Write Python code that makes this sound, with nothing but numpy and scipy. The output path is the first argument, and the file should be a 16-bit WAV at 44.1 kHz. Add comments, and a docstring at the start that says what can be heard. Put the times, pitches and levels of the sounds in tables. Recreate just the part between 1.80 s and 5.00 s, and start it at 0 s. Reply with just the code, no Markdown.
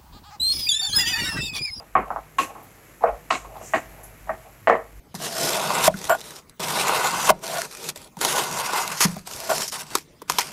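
"""A soft scrape over frying hiss, then a wooden spatula knocks hard in a frying pan on a gas stove, close by.
Knocks: impulses and grainy chatter through the pan's modes, a low thud, a small kitchen's reverberation.
Scraping among the vegetables: grainy noise through the pan. Oil spits: bursts of treble noise.
Underneath: shaped noise for flame and frying, and a wavering low hum with rumble and two overtones."""
import sys
import numpy as np
from scipy import signal
from scipy.fft import rfft, irfft, next_fast_len
from scipy.io import wavfile
from scipy.ndimage import uniform_filter1d

SR = 44100
rng = np.random.default_rng(int(sys.argv[2]) if len(sys.argv) > 2 else 0)


def pcm_store(signal):
    """Save signal as 16-bit PCM."""
    levels = np.round(np.clip(np.atleast_2d(signal), -1, 1) * 32767)
    wavfile.write(sys.argv[1], SR, levels.astype(np.int16).T)


N = 141120

# pan modes: freq_hz, level_db, t60_s, home (-1 base, 1 wall)
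PAN_MODES = [(365, 3.5, 0.58, -0.59), (463, 5, 0.18, -1.2), (572, -1.5, 0.049, -1), (646, 2, 0.075, -0.63),
             (739, 4, 0.051, 0.71), (820, 5.5, 0.023, -1.6), (1093.5, 2, 0.048, 0.85),
             (1301, 2, 0.031, 0.15), (1533, 0, 0.047, 0.64), (1876, 6, 0.029, -0.24), (2194, 6.5, 0.023, 1),
             (2464, 8, 0.027, 1), (2630, -6, 0.25, 0.23), (3270, -11, 0.063, 0.82), (4100, -3, 0.081, 0)]
# broad zones of pan and spatula above the base note (wall, rim, edge, tick): centre_hz, width_hz
PAN_ZONES = [(1100, 834), (1750, 1190), (2780, 1010), (3900, 3830)]
# knocks: start_s, crack_db, base_hz, blow_db, chatter_db, chatter_rise_s, chatter_lasts_s, thud_db,
# base_db, wall_db, rim_db, edge_db, tick_db
KNOCKS = [(0.1529, -10.5, 730, -7, -14.5, 0.0011, 0.087, -28, 3, 6, -3, -15.5, -52),
          (0.304, -14, 790, -33.5, -26, 0.0026, 0.038, -45.5, 16.5, 17, -13, -16, -52),
          (0.361, -16.5, 735, -21, -29, 0.0046, 0.031, -47.5, 7, 6, -27, -23, -42),
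          (0.585, -17, 700, -11, -21.5, 0.00085, 0.069, -33, -10.5, -1, -6, -1, -9.5),
          (0.753, -32, 800, -39, -39.5, 0.0052, 0.087, -49, 12.5, 11.5, -25, -30, -44),
          (1.208, -47, 833, -34, -19, 0.033, 0.023, -44, 2, -12, -21, -33, -34),
          (1.238, -6.5, 646, -11, -14, 0.0024, 0.15, -44, 8, 0.5, -18, -42, -67),
          (1.249, -30, 520, -47, -28, 0.02, 0.044, -45.5, -17, 17, 6, 1.5, -48),
          (1.505, -25, 718, -7.5, -17.5, 0.0021, 0.068, -35, -6.5, 0, -8.5, -6.5, -10.5),
          (1.647, -46, 563, -32, -48, 0.0038, 0.071, -56, 4.5, 5.5, -27, -22, -12),
          (1.756, -54, 850, -34.5, -40.5, 0.0077, 0.088, -87, 5, -2.5, -36, -26, -16),
          (1.811, -45, 565, -34.5, -41.5, 0.0036, 0.05, -55, 5, -2.5, -29, -3, -25),
          (1.936, -17, 697, -7.5, -20, 0.0092, 0.047, -30.5, -2, 0, -2.5, -7.5, -19.5),
          (2.471, -39, 795, -53, -38, 0.0041, 0.044, -56, 11, -1, -3, -25, -43),
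          (2.493, -26, 700, -15, -26.5, 0.001, 0.059, -42.5, 9, 6, 1, -36, -50),
          (2.8729, -3.5, 630, -11, -13.5, 0.002, 0.095, -29.5, 4.5, -1, 1, -7.5, -23),
          (2.895, -21, 542, -20, -10.5, 0.0025, 0.12, -33.5, 8.5, 5.5, -1, -29, -35)]
# clear ring of the wall after one blow: freq_hz, level_db, t60_s
WALL_RING_MODES = [(1093, -14, 0.15), (2724, -19, .05)]
# scraping level: time_s, level_db
SCRAPE_LEVEL = [(0, -44), (.13, -72), (.28, -42), (.46, -85), (.7, -42), (.85, -55), (1.15, -76),
                (1.42, -64), (1.49, -88), (1.66, -45), (1.84, -49), (1.9, -78), (2.1, -65), (2.2, -46.5),
                (2.3, -58), (2.45, -76), (2.67, -51.5), (2.84, -78), (3.08, -59), (3.2, -75)]
# pan zones under scraping (base, wall, rim, edge, tick): level_db
SCRAPE_ZONES_DB = [3, -4, -35, -13, -39]
# oil spits: start_s, rise_s, hold_s, fade_db_per_s, low_zone_db, mid_zone_db, high_zone_db
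SPITS = [(0.582, 0.0029, 0.049, 281, -39.5, -43, -57), (0.829, 0.0028, 0.011, 500, -101, -57, -55),
         (1.501, 0.002, 0.054, 228, -40, -71, -75), (1.794, 0.068, 0.022, 200, -44.5, -68, -68),
         (1.925, 0.0059, 0.043, 294, -45.5, -81, -77), (2.232, 0.003, 0.006, 252, -53, -44.5, -65),
         (2.871, 0.0031, 0.034, 255, -55.5, -90, -84)]
# treble zones of a spit: centre_hz, width_hz
SPIT_ZONES = [(6900, 3360), (11200, 2000), (14000, 2000)]
# relative spectrum of flame and frying: freq_hz, density_db (per Hz)
HISS_SPECTRUM = [(60, -18), (100, 0), (200, -8.5), (400, -10), (900, -16.5), (2200, -15), (3400, -26.5),
                 (5000, -28), (7400, -22.5), (9000, -30.5), (11600, -19.5), (15800, -35)]
# swell of the hiss: time_s, gain_db
FRYING_SWELL = [(0, -2), (.9, 1), (1.2, 1), (1.7, 0), (1.9, 5.5), (2.3, 1.5), (3.2, -1.5)]
# hum and rumble level: time_s, level_db
HUM_LEVEL = [(0.0, -61), (0.22, -50), (0.3, -54.5), (1.1, -63), (1.34, -42), (1.41, -60.5), (2.03, -53),
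             (2.09, -42), (2.17, -57), (2.29, -44.5), (2.36, -60), (2.44, -41), (2.7, -62), (3.2, -55)]
# hum overtones, 2nd and 3rd harmonic: level_db
HUM_OVERTONES_DB = [-64, -65]

BASE_WIDTH_HZ = 614  # the base note itself depends on how much food lies on the spot
MODES_DB, MODE_SCATTER_DB = 2.5, 2.
LEAN, LEAN_MAX_DB = 0.93, 5  # mode tilt per dB of wall over base, and its limit
BLOW_FOCUS = 0.6  # share of the zone widths: the blow rings them more narrowly than the chatter
PUSH_S = 0.00038
BOUNCE_DB, BOUNCE_PEAK_S, CONTACTS_PER_S = -0.5, 0.0036, 1000
REPEAT_DB, REPEAT_DELAY_S = -6, .009  # one quieter repeat of the crack, like a near wall's echo
FADE_DB_PER_S, LATE_FADE_DB_PER_S, CHATTER_GRAIN_DB = 246.5, 602, 3.5
THUD_HZ, THUD_WIDTH_HZ, THUD_PEAK_S = 309, 676, 0.023  # the stove top answers late and low
WALL_RING_START_S = 0.585
SCRAPE_BASE_HZ, SCRAPE_GRAIN_DB, SCRAPE_UNEVEN_DB = 700, 0.96, 2.5
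SPIT_GRAIN_DB = 0.5
ROOM_T60_S, ROOM_DB, ROOM_DELAY_S = 0.34, -15.5, 0.0092
HISS_DB, HISS_GRAIN_DB, FLICKER_DB = -51, 1.46, -0.62
HUM_HZ, HUM_WAVER_DB, HUM_PHASE_RAD = 50.5, 5, 1.5
OVERTONE_WIDTH_HZ = 8.8
RUMBLE_DB, RUMBLE_HZ, RUMBLE_WIDTH_HZ = -11.5, 40.6, 75  # level relative to the hum
TOP_HZ = 15800


def knocks():
    """Spatula blows on the pan, one of them with a clear ring of the wall."""
    out = np.zeros(N)
    for start_s, *settings in KNOCKS:
        add(out, knock(*settings), start_s)
    add(out, wall_ring(), WALL_RING_START_S)
    return out


def knock(crack_db, base_hz, blow_db, chatter_db, rise_s, lasts_s, thud_db, *zones_db):
    """Dry crack, cluster of contacts ringing the pan, chatter, low thud; then a faster fall to silence."""
    t = np.arange(int(SR * .3)) / SR
    chance = rng.standard_normal(len(PAN_MODES))
    landing = t == 0
    repeat = t == t[int(REPEAT_DELAY_S * SR)]

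    bounces = rng.standard_normal(len(t)) * late_peak(t, BOUNCE_PEAK_S)
    bounces = bounces * (rng.random(len(t)) < CONTACTS_PER_S / SR)
    contacts = landing + undb(BOUNCE_DB) * bounces

    dry_pan = pan_response(base_hz, zones_db, chance, rings=False)
    crack = through(pushed(landing + undb(REPEAT_DB) * repeat), dry_pan)
    focused_pan = pan_response(base_hz, zones_db, chance, BLOW_FOCUS)
    blow = through(pushed(contacts), focused_pan)

    late_fade_db = -LATE_FADE_DB_PER_S * np.maximum(t - lasts_s, 0)
    fade_db = late_fade_db - FADE_DB_PER_S * np.maximum(t - rise_s, 0)
    body = pan_response(base_hz, zones_db, chance)
    chatter = unit(through(grainy(len(t), CHATTER_GRAIN_DB), body))
    chatter = chatter * np.clip(t / max(rise_s, .001), 0, 1) ** 2 * undb(fade_db)

    thud = noise_band(len(t), THUD_HZ, THUD_WIDTH_HZ, 3) * late_peak(t, THUD_PEAK_S)

    hit = undb(crack_db) * crack / np.abs(crack).max()
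    hit = hit + undb(blow_db) * blow / np.abs(blow).max()
    hit = hit + undb(thud_db) * thud
    return hit * undb(late_fade_db) + undb(chatter_db) * chatter


def pushed(impulses):
    """Each impulse widened to a short smooth push."""
    return np.convolve(impulses, np.hanning(int(PUSH_S * SR) + 2))[:len(impulses)]


def wall_ring():
    """Decaying sines: the pan wall singing freely."""
    t = np.arange(int(SR * .3)) / SR
    ring = sum(np.sin(2 * np.pi * hz * t) * undb(db - 60 * t / t60_s) for hz, db, t60_s in WALL_RING_MODES)
    return ring * np.clip(t / 0.0009, 0, 1)


def pan_response(base_hz, zones_db, chance, focus=1, rings=True):
    """Pan struck at one place: broad zones times modal ring, as a minimum-phase response."""
    lean_db = np.clip(LEAN * (zones_db[1] - zones_db[0]), -LEAN_MAX_DB, LEAN_MAX_DB)
    zones = [(base_hz, BASE_WIDTH_HZ)] + PAN_ZONES

    def response(f):
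        broad = 0  # power
        for (hz, width_hz), db in zip(zones, zones_db):
            broad = broad + undb(2 * db) * abs(resonance(f, hz, width_hz * focus)) ** 8

        ring = 0  # power
        for (hz, db, t60_s, home), c in zip(PAN_MODES, chance):
            # near the wall: wall modes up, base modes down; on the laden base: wall modes down
            shift_db = min(home * lean_db, max(lean_db, 0))
            mode_db = db + shift_db + MODE_SCATTER_DB * c
            width_hz = np.log(1000) / np.pi / max(t60_s, .02)
            ring = ring + undb(2 * mode_db) * 60 * t60_s * abs(resonance(f, hz, width_hz)) ** 2

        power = broad * (1 + rings * undb(2 * MODES_DB) * ring)
        # folding the cepstrum makes the response causal
        cepstrum = irfft(np.log(power + 1e-12) / 2)
        cepstrum[1:len(f) - 1] *= 2
        cepstrum[len(f):] = 0
        return np.exp(rfft(cepstrum))
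    return response


def scraping():
    """Dense uneven noise grains rubbed into the pan."""
    body = pan_response(SCRAPE_BASE_HZ, SCRAPE_ZONES_DB, np.zeros(len(PAN_MODES)))
    rub = grainy(N, SCRAPE_GRAIN_DB) * undb(SCRAPE_UNEVEN_DB * walk(24.8))
    return unit(through(rub, body)) * undb(curve(SCRAPE_LEVEL))


def spits():
    """Oil spits: noise bursts in three treble resonances."""
    out, t = np.zeros(N), np.arange(int(SR * .4)) / SR
    for start_s, rise_s, hold_s, fade_db_per_s, *zones_db in SPITS:
        attack = np.clip(t / max(rise_s, .001), 0, 1)
        shape = attack * undb(-fade_db_per_s * np.maximum(t - rise_s - hold_s, 0))
        noise = grainy(len(t), SPIT_GRAIN_DB)
        for (hz, width_hz), db in zip(SPIT_ZONES, zones_db):
            band = unit(through(noise, lambda f: resonance(f, hz, width_hz) ** 3))
            add(out, undb(db) * shape * band, start_s)
    return out


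def room(near):
    """Kitchen reverberation: delayed, exponentially decaying noise as impulse response."""
    t = np.arange(SR // 2) / SR
    echo = rng.standard_normal(len(t)) * undb(-60 * t / ROOM_T60_S) * (t > ROOM_DELAY_S)
    echo = echo / np.sqrt(np.sum(echo ** 2))
    return undb(ROOM_DB) * signal.fftconvolve(near, echo)[:N]


def hiss():
    """Flame and frying: overlapping octave parts of noise that swell together and flicker alone."""
    hz, db = np.array(HISS_SPECTRUM).T
    spectrum = lambda f: undb(np.interp(np.log(f + 1), np.log(hz), db, left=-80))
    noise = unit(through(grainy(N, HISS_GRAIN_DB), spectrum))
    out = np.zeros(N)
    for k in range(10):
        octave = through(noise, lambda f: np.clip(1 - abs(np.log2(f / 60 + 1e-9) - k), 0, 1))
        out += octave * undb(FLICKER_DB * walk(10.51))
    return undb(HISS_DB + curve(FRYING_SWELL)) * out


def hum():
    """Sine wandering in phase and level, in low rumble; overtones are steady narrow noise bands."""
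    overtones = np.zeros(N)
    for k, db in enumerate(HUM_OVERTONES_DB):
        overtones += undb(db) * noise_band(N, HUM_HZ * (k + 2), OVERTONE_WIDTH_HZ, 2)
    phase = 2 * np.pi * HUM_HZ * np.arange(N) / SR + HUM_PHASE_RAD * walk(3.1)
    tone = np.sqrt(2) * np.sin(phase) * undb(HUM_WAVER_DB * walk(14))
    rumble = undb(RUMBLE_DB) * noise_band(N, RUMBLE_HZ, RUMBLE_WIDTH_HZ, 2)
    return (tone + rumble) * undb(curve(HUM_LEVEL)) + overtones


def undb(db):
    """Decibels to amplitude."""
    return 10 ** (np.asarray(db) / 20)


def unit(x):
    """Scale to RMS 1."""
    return x / np.sqrt(np.mean(x ** 2))


def curve(table):
    """(time_s, value) table, interpolated to one value a sample."""
    return np.interp(np.arange(N) / SR, *np.array(table).T)


def late_peak(t, peak_s):
    """Envelope rising from 0 to 1 at peak_s, then decaying."""
    return t / peak_s * np.exp(1 - t / peak_s)


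def resonance(f, hz, width_hz):
    """Two-pole resonance, gain 1 at its centre."""
    return 1 / (1 + 1j * (f - hz ** 2 / (f + 1e-9)) / width_hz)


def through(x, response):
    """Filter x by a response given as a function of frequency."""
    size = 2 * next_fast_len(len(x))
    f = np.arange(size // 2 + 1) * SR / size
    return irfft(rfft(x, size) * response(f), size)[:len(x)]


def noise_band(count, hz, width_hz, order):
    """White noise through a repeated resonance, RMS 1."""
    return unit(through(rng.standard_normal(count), lambda f: resonance(f, hz, width_hz) ** order))


def grainy(count, grain_db):
    """Noise whose level jumps about every millisecond."""
    steps = np.repeat(rng.standard_normal(count // 44 + 1), 44)[:count]
    return unit(rng.standard_normal(count) * undb(grain_db * steps))


def walk(rate_hz):
    """Slow random wander, RMS 1: held random values, smoothed twice."""
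    k = int(SR / rate_hz)
    held = np.repeat(rng.standard_normal(N // k + 1), k)
    return unit(uniform_filter1d(uniform_filter1d(held, k), k)[:N])


def add(out, x, at_s):
    """Mix x into out at at_s, cut at the end."""
    i = int(at_s * SR)
    out[i:i + len(x)] += x[:len(out) - i]


def scene():
    """Pan sounds with their reverberation, over hiss and hum."""
    near = knocks() + scraping() + spits()
    return (near + room(near) + hiss() + hum())[None]


def record(dry):
    """The phone cuts the top: steep elliptic low-pass."""
    return signal.sosfilt(signal.ellip(10, .2, 80, TOP_HZ, fs=SR, output="sos"), dry)


dry = scene()
out = record(dry)
pcm_store(out)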